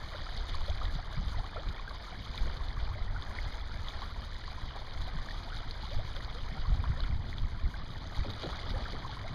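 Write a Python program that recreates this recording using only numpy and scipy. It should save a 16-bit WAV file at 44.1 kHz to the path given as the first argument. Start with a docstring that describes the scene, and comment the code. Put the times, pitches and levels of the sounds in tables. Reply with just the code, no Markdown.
"""A small sailboat glides over a rippled lake. From the start, wavelets gurgle under the hull, the bow wave
fizzes and a breeze rumbles and flutters: crowds of ringing bubbles and drops over coloured noise.
Soon single bubbles plop close by, short gusts swell the wind and droplets tick back onto the water.
Then wavelets slap the hull with bursts of noise and bubbles, and eddies thump as brief swings of pressure.
All is heard through the single microphone of a small camera, with several notches and little treble."""
import sys
import numpy as np
from scipy import signal
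from scipy.fft import rfft, irfft, next_fast_len
from scipy.io import wavfile
from scipy.ndimage import uniform_filter1d

SR = 44100
rng = np.random.default_rng(int(sys.argv[2]) if len(sys.argv) > 2 else 0)


def output_pcm(signal):
    """Save a mono or channel-first signal as 16-bit PCM at the path in sys.argv[1].

    Samples are clipped to [-1, 1] before scaling.
    """
    pcm = np.clip(np.atleast_2d(signal).T, -1, 1) * 32767
    wavfile.write(sys.argv[1], SR, np.round(pcm).astype(np.int16))


N = 411894
TIME = np.arange(N) / SR


def from_db(db):
    """Turn decibels into a factor for loudness."""
    return 10 ** (np.asarray(db) / 20)


def rms_one(x):
    """Scale a sound to an average (rms) strength of 1."""
    return x / np.sqrt(np.mean(x ** 2) + 1e-20)


def in_time(rows):
    """Draw straight lines between the rows of a table, one curve per column after the time."""
    times, *columns = np.transpose(rows)
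    return [np.interp(TIME, times, column) for column in columns]


def at_hz(points, hz):
    """Read a level in dB from a table of frequencies, spaced by ratio as the ear hears pitch."""
    knots, db = np.transpose(points)
    return np.interp(np.log(np.maximum(hz, 1)), np.log(knots), db)


def coloured(x, spectrum):
    """Make each frequency of a sound stronger or weaker, following a smooth curve."""
    size = next_fast_len(N + SR // 10)
    hz = np.arange(size // 2 + 1) * SR / size
    return irfft(rfft(x, size) * from_db(at_hz(spectrum, hz)), size)[:N]


def drift(corner_hz):
    """Wander slowly by chance with a spread of 1: noise smoothed above the corner frequency."""
    step = 40  # one value every 40 samples is enough for so slow a curve
    warm_up = 2000
    r = np.exp(-2 * np.pi * corner_hz * step / SR)
    noise = rng.standard_normal(N // step + warm_up + 2)
    slow = signal.lfilter([1], [1, -2 * r, r * r], noise)[warm_up:]
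    return np.interp(np.arange(N) / step, np.arange(len(slow)), rms_one(slow))


def ring(clicks, hz, t60):
    """Let each click start a sine as high as the click, which fades by 60 dB in t60 seconds."""
    r = from_db(-60 / (t60 * SR))
    w = 2 * np.pi * hz / SR
    return signal.lfilter([0, np.sin(w)], [1, -2 * r * np.cos(w), r * r], clicks + 1e-18)


def add(out, s, sound):
    """Mix a short sound in at time s."""
    start = int(np.clip(round(s * SR), 0, N))
    out[start:start + len(sound)] += sound[:N - start]


def bubble(hz, t60, rise):
    """An air pocket rings and fades as its pitch glides by rise octaves; a bigger glide holds the ring longer."""
    t = np.arange(int(t60 * SR) + 2) / SR
    bend = 1.35 + min(abs(rise), 1)
    fade = np.exp(-np.log(1000) * (t / t60) ** bend)
    onset = 1 - np.exp(-2 * t * hz)
    pitch = hz * 2 ** (rise * t / t60)
    return fade * onset * np.sin(2 * np.pi * np.cumsum(pitch) / SR)


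def turbulence(spectrum, lumpy_db, corner_hz):
    """Churning flow is noise of one colour whose strength wanders, so it comes in lumps."""
    noise = rng.standard_normal(N)
    lumps = from_db(lumpy_db * drift(corner_hz))
    return rms_one(coloured(noise * lumps, spectrum))


def patter(per_s, low_hz, high_hz, cycles, spread_db, clump_db, count=24):
    """Tiny drops and bursting bubbles come in clumps and ring for a few cycles."""
    luck = rng.random(N)
    chance = per_s * from_db(clump_db * drift(12)) / SR
    at = np.flatnonzero(luck < chance)
    size, sign, pitch = rng.random((3, N))[:, at]
    # most clicks are small and a few are large
    heights = from_db(spread_db * np.minimum(-np.log(1 - size), 4.5)) * np.sign(sign - .5)
    out = np.zeros(N)
    for k, hz in enumerate(np.geomspace(low_hz, min(high_hz, .45 * SR), count)):
        clicks = np.zeros(N)
        clicks[at] = heights * ((pitch * count).astype(int) == k)
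        out += ring(clicks, hz, cycles / hz)
    return rms_one(out)


# how strong the distant bubbles are by pitch: (pitch [Hz], relative level [dB])
BUBBLE_LEVELS = [(400, -10.5), (2500, 4.5)]


def gurgle(low_hz, high_hz, cycles, rise, spread_db, count):
    """A crowd of smaller bubbles along the hull; the longer one rings, the further it can glide."""
    out = np.zeros(N)
    for when, pitch, size, life, glide in rng.random((count, 5)):
        hz = low_hz * (high_hz / low_hz) ** pitch
        stretch = 2 ** (2 * life - 1)
        db = at_hz(BUBBLE_LEVELS, hz) + spread_db * min(-np.log(1 - size), 2)
        height = from_db(db) / np.sqrt(stretch)
        add(out, when * N / SR, height * bubble(hz, stretch * cycles / hz, rise * glide * stretch))
    return rms_one(out)


# water flowing along the boat, before the mix trims:
# (time [s], gurgle level [dB], spray level [dB])
WATER_FLOW = [(0.0, -49, -55.5), (0.23, -48.5, -52), (1.77, -48.5, -56.5), (2.26, -51, -54.5),
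              (2.36, -48.5, -53), (3.09, -49, -58.5), (3.46, -47, -51.5), (3.64, -51, -57),
              (4.06, -48, -52.5), (4.14, -50, -55.5), (6.11, -49, -54), (7.05, -48, -56.5),
              (7.18, -50.5, -61), (7.36, -52, -56.5), (7.67, -52, -60), (8.48, -47.5, -51),
              (9.24, -48, -55.5)]
# colour of the water noise at the hull: (frequency [Hz], relative level per Hz [dB])
WASH_COLOUR = [(150, -4.5), (300, -6), (420, -2), (600, -3), (1000, -6), (2100, -5.5), (3200, -24),
               (6000, -68)]


def hull_water():
    """Wavelets fold air under the hull: low and high bubbles ring, over splashes and a wash of noise."""
    gurgle_db, _ = in_time(WATER_FLOW)
    plops = from_db(-6.2) * gurgle(
        low_hz=600, high_hz=1350, cycles=22, rise=.5, spread_db=2.8, count=760)
    blips = from_db(-4.8) * gurgle(
        low_hz=900, high_hz=2400, cycles=23, rise=.25, spread_db=3.8, count=1200)
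    splashes = from_db(-8.2) * patter(
        per_s=420, low_hz=650, high_hz=2600, cycles=9, spread_db=3.2, clump_db=3.5)
    wash = from_db(-6) * turbulence(WASH_COLOUR, lumpy_db=1.0, corner_hz=22)
    return from_db(gurgle_db - 0.86) * (plops + blips + splashes + wash)


# colour of the spray noise at the bow: (frequency [Hz], relative level per Hz [dB])
SPRAY_COLOUR = [(1200, 10), (3300, 10), (4500, 9.5), (9500, 11), (15000, -53)]
SPLASH_DB, SPLASH_S = 3.5, 0.0097  # swell of the spray, and the time it takes to build and to fade


def bow_spray():
    """The bow wave fizzes: tiny rings and hissing noise, swelling briefly around each falling droplet."""
    _, spray_db = in_time(WATER_FLOW)
    splash_db = SPLASH_DB * sum(
        np.exp(-np.minimum(abs(TIME - s) / SPLASH_S, 20)) for s, _ in DROPLETS)
    fizz = from_db(1.5) * patter(
        per_s=1150, low_hz=2900, high_hz=6000, cycles=30, spread_db=3.5, clump_db=3.2)
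    spray = from_db(2.1) * turbulence(SPRAY_COLOUR, lumpy_db=2.1, corner_hz=28)
    mist = from_db(6.5) * patter(
        per_s=420, low_hz=6400, high_hz=13500, cycles=29, spread_db=2.8, clump_db=5.5)
    return from_db(spray_db + splash_db + 2.0) * (fizz + spray + mist)


# the breeze between gusts, before the trims: (time [s], rumble level [dB], flutter level [dB])
BREEZE_LEVELS = [(0.0, -46.5, -57.5), (0.86, -41, -52), (1.8, -46.5, -56), (2.2, -47, -54),
                 (2.65, -38, -53.5), (3.15, -41.5, -53), (3.61, -42.5, -54), (4.79, -43.5, -55.5),
                 (6.4, -42, -51.5), (6.84, -37, -48), (8.25, -46.5, -50.5), (8.84, -44, -47.5),
                 (9.34, -47, -47.5)]
# colours of large and of small eddies: (frequency [Hz], relative level per Hz [dB])
RUMBLE_COLOUR = [(6, -8), (15, 4.5), (32, 2), (52, -2), (80, -5.5), (120, -20), (250, -79)]
FLUTTER_COLOUR = [(40, -6), (80, -3.5), (100, 0.5), (165, -8.5), (260, -14), (400, -24), (900, -55)]
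BREEZE_WAVERS_DB, BREEZE_CORNER_HZ = 1.5, 5.1
FLUTTER_FOLLOWS = 0.36  # share of a gust's rise in dB that the flutter takes on


def wind():
    """Large eddies rumble on the microphone port, small ones flutter harder in gusts, single ones thump."""
    breeze_db, flutter_db = in_time(BREEZE_LEVELS)
    breeze = from_db(breeze_db + 3.0 + BREEZE_WAVERS_DB * drift(BREEZE_CORNER_HZ))
    strength = np.sqrt(breeze ** 2 + gusts())
    rumble = turbulence(RUMBLE_COLOUR, lumpy_db=2.5, corner_hz=18.3)
    # even out the noise, so that breeze and gusts set its strength
    local_power = uniform_filter1d(rumble ** 2, size=6000)
    rumble = rumble / np.sqrt(local_power + 1e-9)
    flutter_strength = from_db(flutter_db + 4.5) * (strength / breeze) ** FLUTTER_FOLLOWS
    flutter = flutter_strength * turbulence(FLUTTER_COLOUR, lumpy_db=2.5, corner_hz=13.6)
    thumps = from_db(-1) * buffets(width_s=.0045)
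    return from_db(1.03) * strength * rumble + flutter + thumps


# the nearest bubbles: (time [s], starting pitch [Hz], level before the mix [dB],
# time to fade by 60 dB [s], glide over that time [octaves])
NEAR_BUBBLES = [(0.146, 545, -35, .036, .6), (0.151, 1300, -37, .022, .7), (0.265, 1260, -35, .025, .3),
                (0.546, 1060, -34, .025, .1), (0.603, 850, -37, .022, 0), (0.682, 520, -36, .07, 1.4),
                (0.814, 1130, -31, .022, .6), (0.841, 720, -33, .018, 0), (0.986, 650, -38, .045, .8),
                (1.344, 940, -37, .025, .3), (1.384, 630, -38, .045, 1.2), (1.441, 1030, -37, .03, .6),
                (1.56, 690, -31, .025, -.5), (1.566, 1270, -31, .028, .4), (1.572, 430, -39, .1, 1.7),
                (1.795, 1080, -33, .025, 0), (1.877, 1510, -32, .022, .3), (1.908, 1100, -35, .025, .3),
                (2.124, 650, -39, .035, .8), (2.345, 990, -32, .022, 0), (2.466, 410, -39, .03, 1.5),
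                (2.77, 1150, -34, .025, 0), (2.955, 590, -38, .05, .2), (3.162, 1440, -30.5, .025, .1),
                (3.387, 2090, -22.5, .01, .05), (3.715, 1430, -36, .025, 0), (4.018, 950, -32, .018, .1),
                (4.024, 1080, -34, .04, .3), (4.438, 1720, -37, .022, .1), (4.478, 1080, -32.5, .022, 0),
                (4.583, 1040, -37, .04, 0), (4.753, 680, -33, .025, .1), (4.762, 780, -34, .025, .1),
                (5.075, 690, -38, .04, .5), (5.187, 1130, -34, .02, 0), (5.287, 1700, -28.5, .01, .1),
                (5.308, 1900, -36, .028, -.2), (5.52, 1370, -37, .04, .7), (5.832, 900, -36, .035, -.3),
                (5.912, 510, -40, .08, 1.1), (5.986, 540, -39, .055, .9), (6.165, 510, -42, .07, .7),
                (6.345, 440, -44, .11, .8), (6.571, 780, -36, .03, 0), (6.652, 1030, -35, .03, .3),
                (6.839, 1020, -27, .017, 0), (6.97, 510, -41, .06, .6), (7.038, 1380, -33, .02, .1),
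                (7.329, 2000, -25, .006, 0), (7.741, 1550, -32, .022, .05), (8.175, 940, -32, .012, .1),
                (8.248, 570, -31, .05, -.1), (8.434, 490, -30, .025, 0), (8.446, 370, -30, .035, .1),
                (8.459, 570, -33, .035, .1), (8.53, 1230, -23, .008, .1), (8.738, 480, -38, .07, .7),
                (8.764, 800, -34, .03, 0), (8.79, 570, -39, .08, .7), (8.855, 1620, -34, .025, .05),
                (8.86, 1290, -35, .03, .4), (9.047, 970, -32.5, .042, .6), (9.093, 860, -35, .04, 0),
                (9.168, 990, -36, .03, .5), (9.244, 590, -38, .06, .7)]


def near_bubbles():
    """Single air pockets plop close by: some hold their pitch, many swoop upwards and a few sink."""
    out = np.zeros(N)
    for s, hz, db, t60, rise in NEAR_BUBBLES:
        add(out, s, from_db(db) * bubble(hz, t60, rise))
    return out


# gusts: (time of full strength [s], rumble level before the trim [dB], hold [s])
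GUST_EVENTS = [(0.37, -31, 0.037), (0.52, -34, 0.11), (0.698, -34.5, 0.25), (1.176, -34.5, 0.24),
               (1.665, -28.5, 0.02), (2.407, -30, 0.08), (2.573, -38, 0.047), (2.774, -36, 0.39),
               (4.962, -34.5, 0.1), (5.13, -37.5, 0.087), (5.931, -30.5, 0.054), (6.678, -27, 0.066),
               (6.78, -34.5, .13), (6.998, -31.5, 0.044), (7.098, -31.5, 0.071), (7.421, -28.5, 0.034),
               (7.636, -25.5, 0.017), (8.187, -28.5, 0.022), (8.694, -33.5, 0.094)]
GUST_ATTACK_S, GUST_RELEASE_S = 0.0036, 0.023


def gusts():
    """Gusts swell quickly, hold and die away; their powers add up."""
    power = np.zeros(N)
    for s, db, hold_s in GUST_EVENTS:
        before = np.maximum(s - TIME, 0) / GUST_ATTACK_S
        after = np.maximum(TIME - s - hold_s, 0) / GUST_RELEASE_S
        power += (from_db(db) * np.exp(-np.minimum(before + after, 20))) ** 2
    return power


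# droplets that fall back on the water: (time [s], level of the tick before the microphone [dB])
DROPLETS = [(0.376, -25.5), (0.496, -28), (0.552, -28), (0.699, -25), (0.854, -27), (0.953, -31),
            (1.283, -30.5), (1.687, -30), (1.895, -30), (2.378, -23), (2.685, -30), (3.223, -28),
            (3.885, -23), (4.019, -29), (5.02, -31), (5.57, -29), (5.71, -23.5), (6.165, -27), (6.247, -27),
            (7.005, -24), (7.036, -26), (7.383, -26), (8.304, -28), (8.432, -26), (8.705, -27),
            (8.923, -27)]
DROP_LOW_HZ, DROP_HIGH_HZ = 3250, 4580  # the ticks lie between these pitches


def droplets(cycles, splat_db, splat_s):
    """A falling drop splats on the surface as a burst of noise and traps a tiny bubble that ticks."""
    out = np.zeros(N)
    t = np.arange(SR // 20) / SR
    for s, db in DROPLETS:
        hz = rng.uniform(DROP_LOW_HZ, DROP_HIGH_HZ)
        # differences of noise sound bright
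        splat = np.diff(rng.standard_normal(len(t) + 1)) * np.exp(-t / splat_s)
        add(out, s, from_db(db + splat_db) * splat)
        add(out, s, from_db(db) * bubble(hz, cycles / hz, 0))
    return out


# wavelets that slap the hull: (time [s], middle pitch [Hz], level before the mix [dB], length [s])
HULL_SLAPS = [(0.815, 800, -47, .1), (0.965, 1200, -48, .055), (1.565, 1200, -46, .04),
              (2.45, 600, -50, .15), (4.02, 1100, -49, .04), (4.753, 800, -45, .03), (5.07, 950, -48, .03),
              (8.245, 850, -44, .02), (8.258, 280, -45, .08), (8.433, 440, -39, .04),
              (8.486, 800, -43, .025), (8.53, 1200, -43, .04), (8.63, 400, -47, .1), (8.752, 750, -44, .1),
              (8.93, 270, -44, .04)]
SLAP_ATTACK_S, SLAP_OCTAVES = .003, 1.5  # onset time, and width of the band of pitches


def slaps(cycles, churn_db, count=24):
    """Each slap churns the water and sheds bubbles around its pitch, most of them early and a few later."""
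    out = np.zeros(N)
    t = np.arange(SR // 2) / SR
    for s, hz, db, length_s in HULL_SLAPS:
        edges_hz = hz * 2 ** (SLAP_OCTAVES * np.array([-.5, .5]))
        band = signal.butter(2, edges_hz, "band", fs=SR, output="sos")
        churn = rms_one(signal.sosfilt(band, rng.standard_normal(len(t))))
        swell = (1 - np.exp(-t / SLAP_ATTACK_S)) * np.exp(-(t / length_s) ** 2)
        add(out, s, from_db(db + churn_db) * churn * swell)
        for wait, pitch, side in rng.random((count, 3)):
            own_hz = hz * 2 ** (SLAP_OCTAVES * (pitch - .5))
            height = from_db(db) * (1 - wait / 2) * np.sign(side - .5)
            add(out, s + length_s * wait ** 2, height * bubble(own_hz, cycles / own_hz, pitch / 4))
    return out


# single eddies that thump: (time of the middle [s], level before the trim [dB], pitch [Hz])
EDDY_THUMPS = [(0.96, -34, 140), (1.181, -30, 135), (1.203, -38, 190), (5.155, -36, 150), (5.982, -32, 105),
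               (6.052, -35, 115), (6.702, -31, 130), (6.75, -33, 110), (6.797, -30, 80), (6.835, -34, 120),
               (6.902, -29, 130), (7.101, -33, 140), (7.135, -31, 70), (7.201, -30, 90), (8.479, -37, 160)]


def buffets(width_s):
    """A small vortex crosses the microphone port: a few swings of pressure that swell and fade."""
    out = np.zeros(N)
    t = np.arange(-SR // 10, SR // 10) / SR
    for s, db, hz in EDDY_THUMPS:
        swing = np.cos(2 * np.pi * (hz * t + rng.random()))
        add(out, s + t[0], from_db(db) * np.sqrt(2) * swing / np.cosh(t / width_s))
    return out


def scene():
    """Mix the water along the boat, the nearby plops, slaps and ticks, and the wind."""
    hull = hull_water()
    bow = bow_spray()
    laps = from_db(-3.3) * slaps(cycles=12, churn_db=0)
    plops = from_db(-3) * near_bubbles()
    ticks = droplets(cycles=15, splat_db=-11, splat_s=.002)
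    return (hull + bow + plops + laps + ticks + wind())[None]


# how the microphone colours the sound: (frequency [Hz], level [dB])
MICROPHONE_RESPONSE = [(2000, 0), (3800, 1), (4900, -1), (5150, -7), (6200, -11), (7200, -16), (9500, -20),
                       (12000, -28), (15000, -31)]
# its notches: (middle frequency [Hz], width [Hz])
MICROPHONE_NOTCHES = [(2705, 934), (5500, 560), (7900, 5460), (10950, 1030)]
CUTOFF_HZ = 15300


def record(dry):
    """The camera dulls the treble, cuts four notches, one of them very wide, and removes the top."""
    x = coloured(dry[0], MICROPHONE_RESPONSE)
    for hz, width_hz in MICROPHONE_NOTCHES:
        b, a = signal.iirnotch(hz, hz / width_hz, fs=SR)
        x = signal.lfilter(b, a, x)
    top_cut = signal.ellip(10, .1, 80, CUTOFF_HZ, fs=SR, output="sos")
    return signal.sosfilt(top_cut, x)[None]


dry = scene()
out = record(dry)
output_pcm(out)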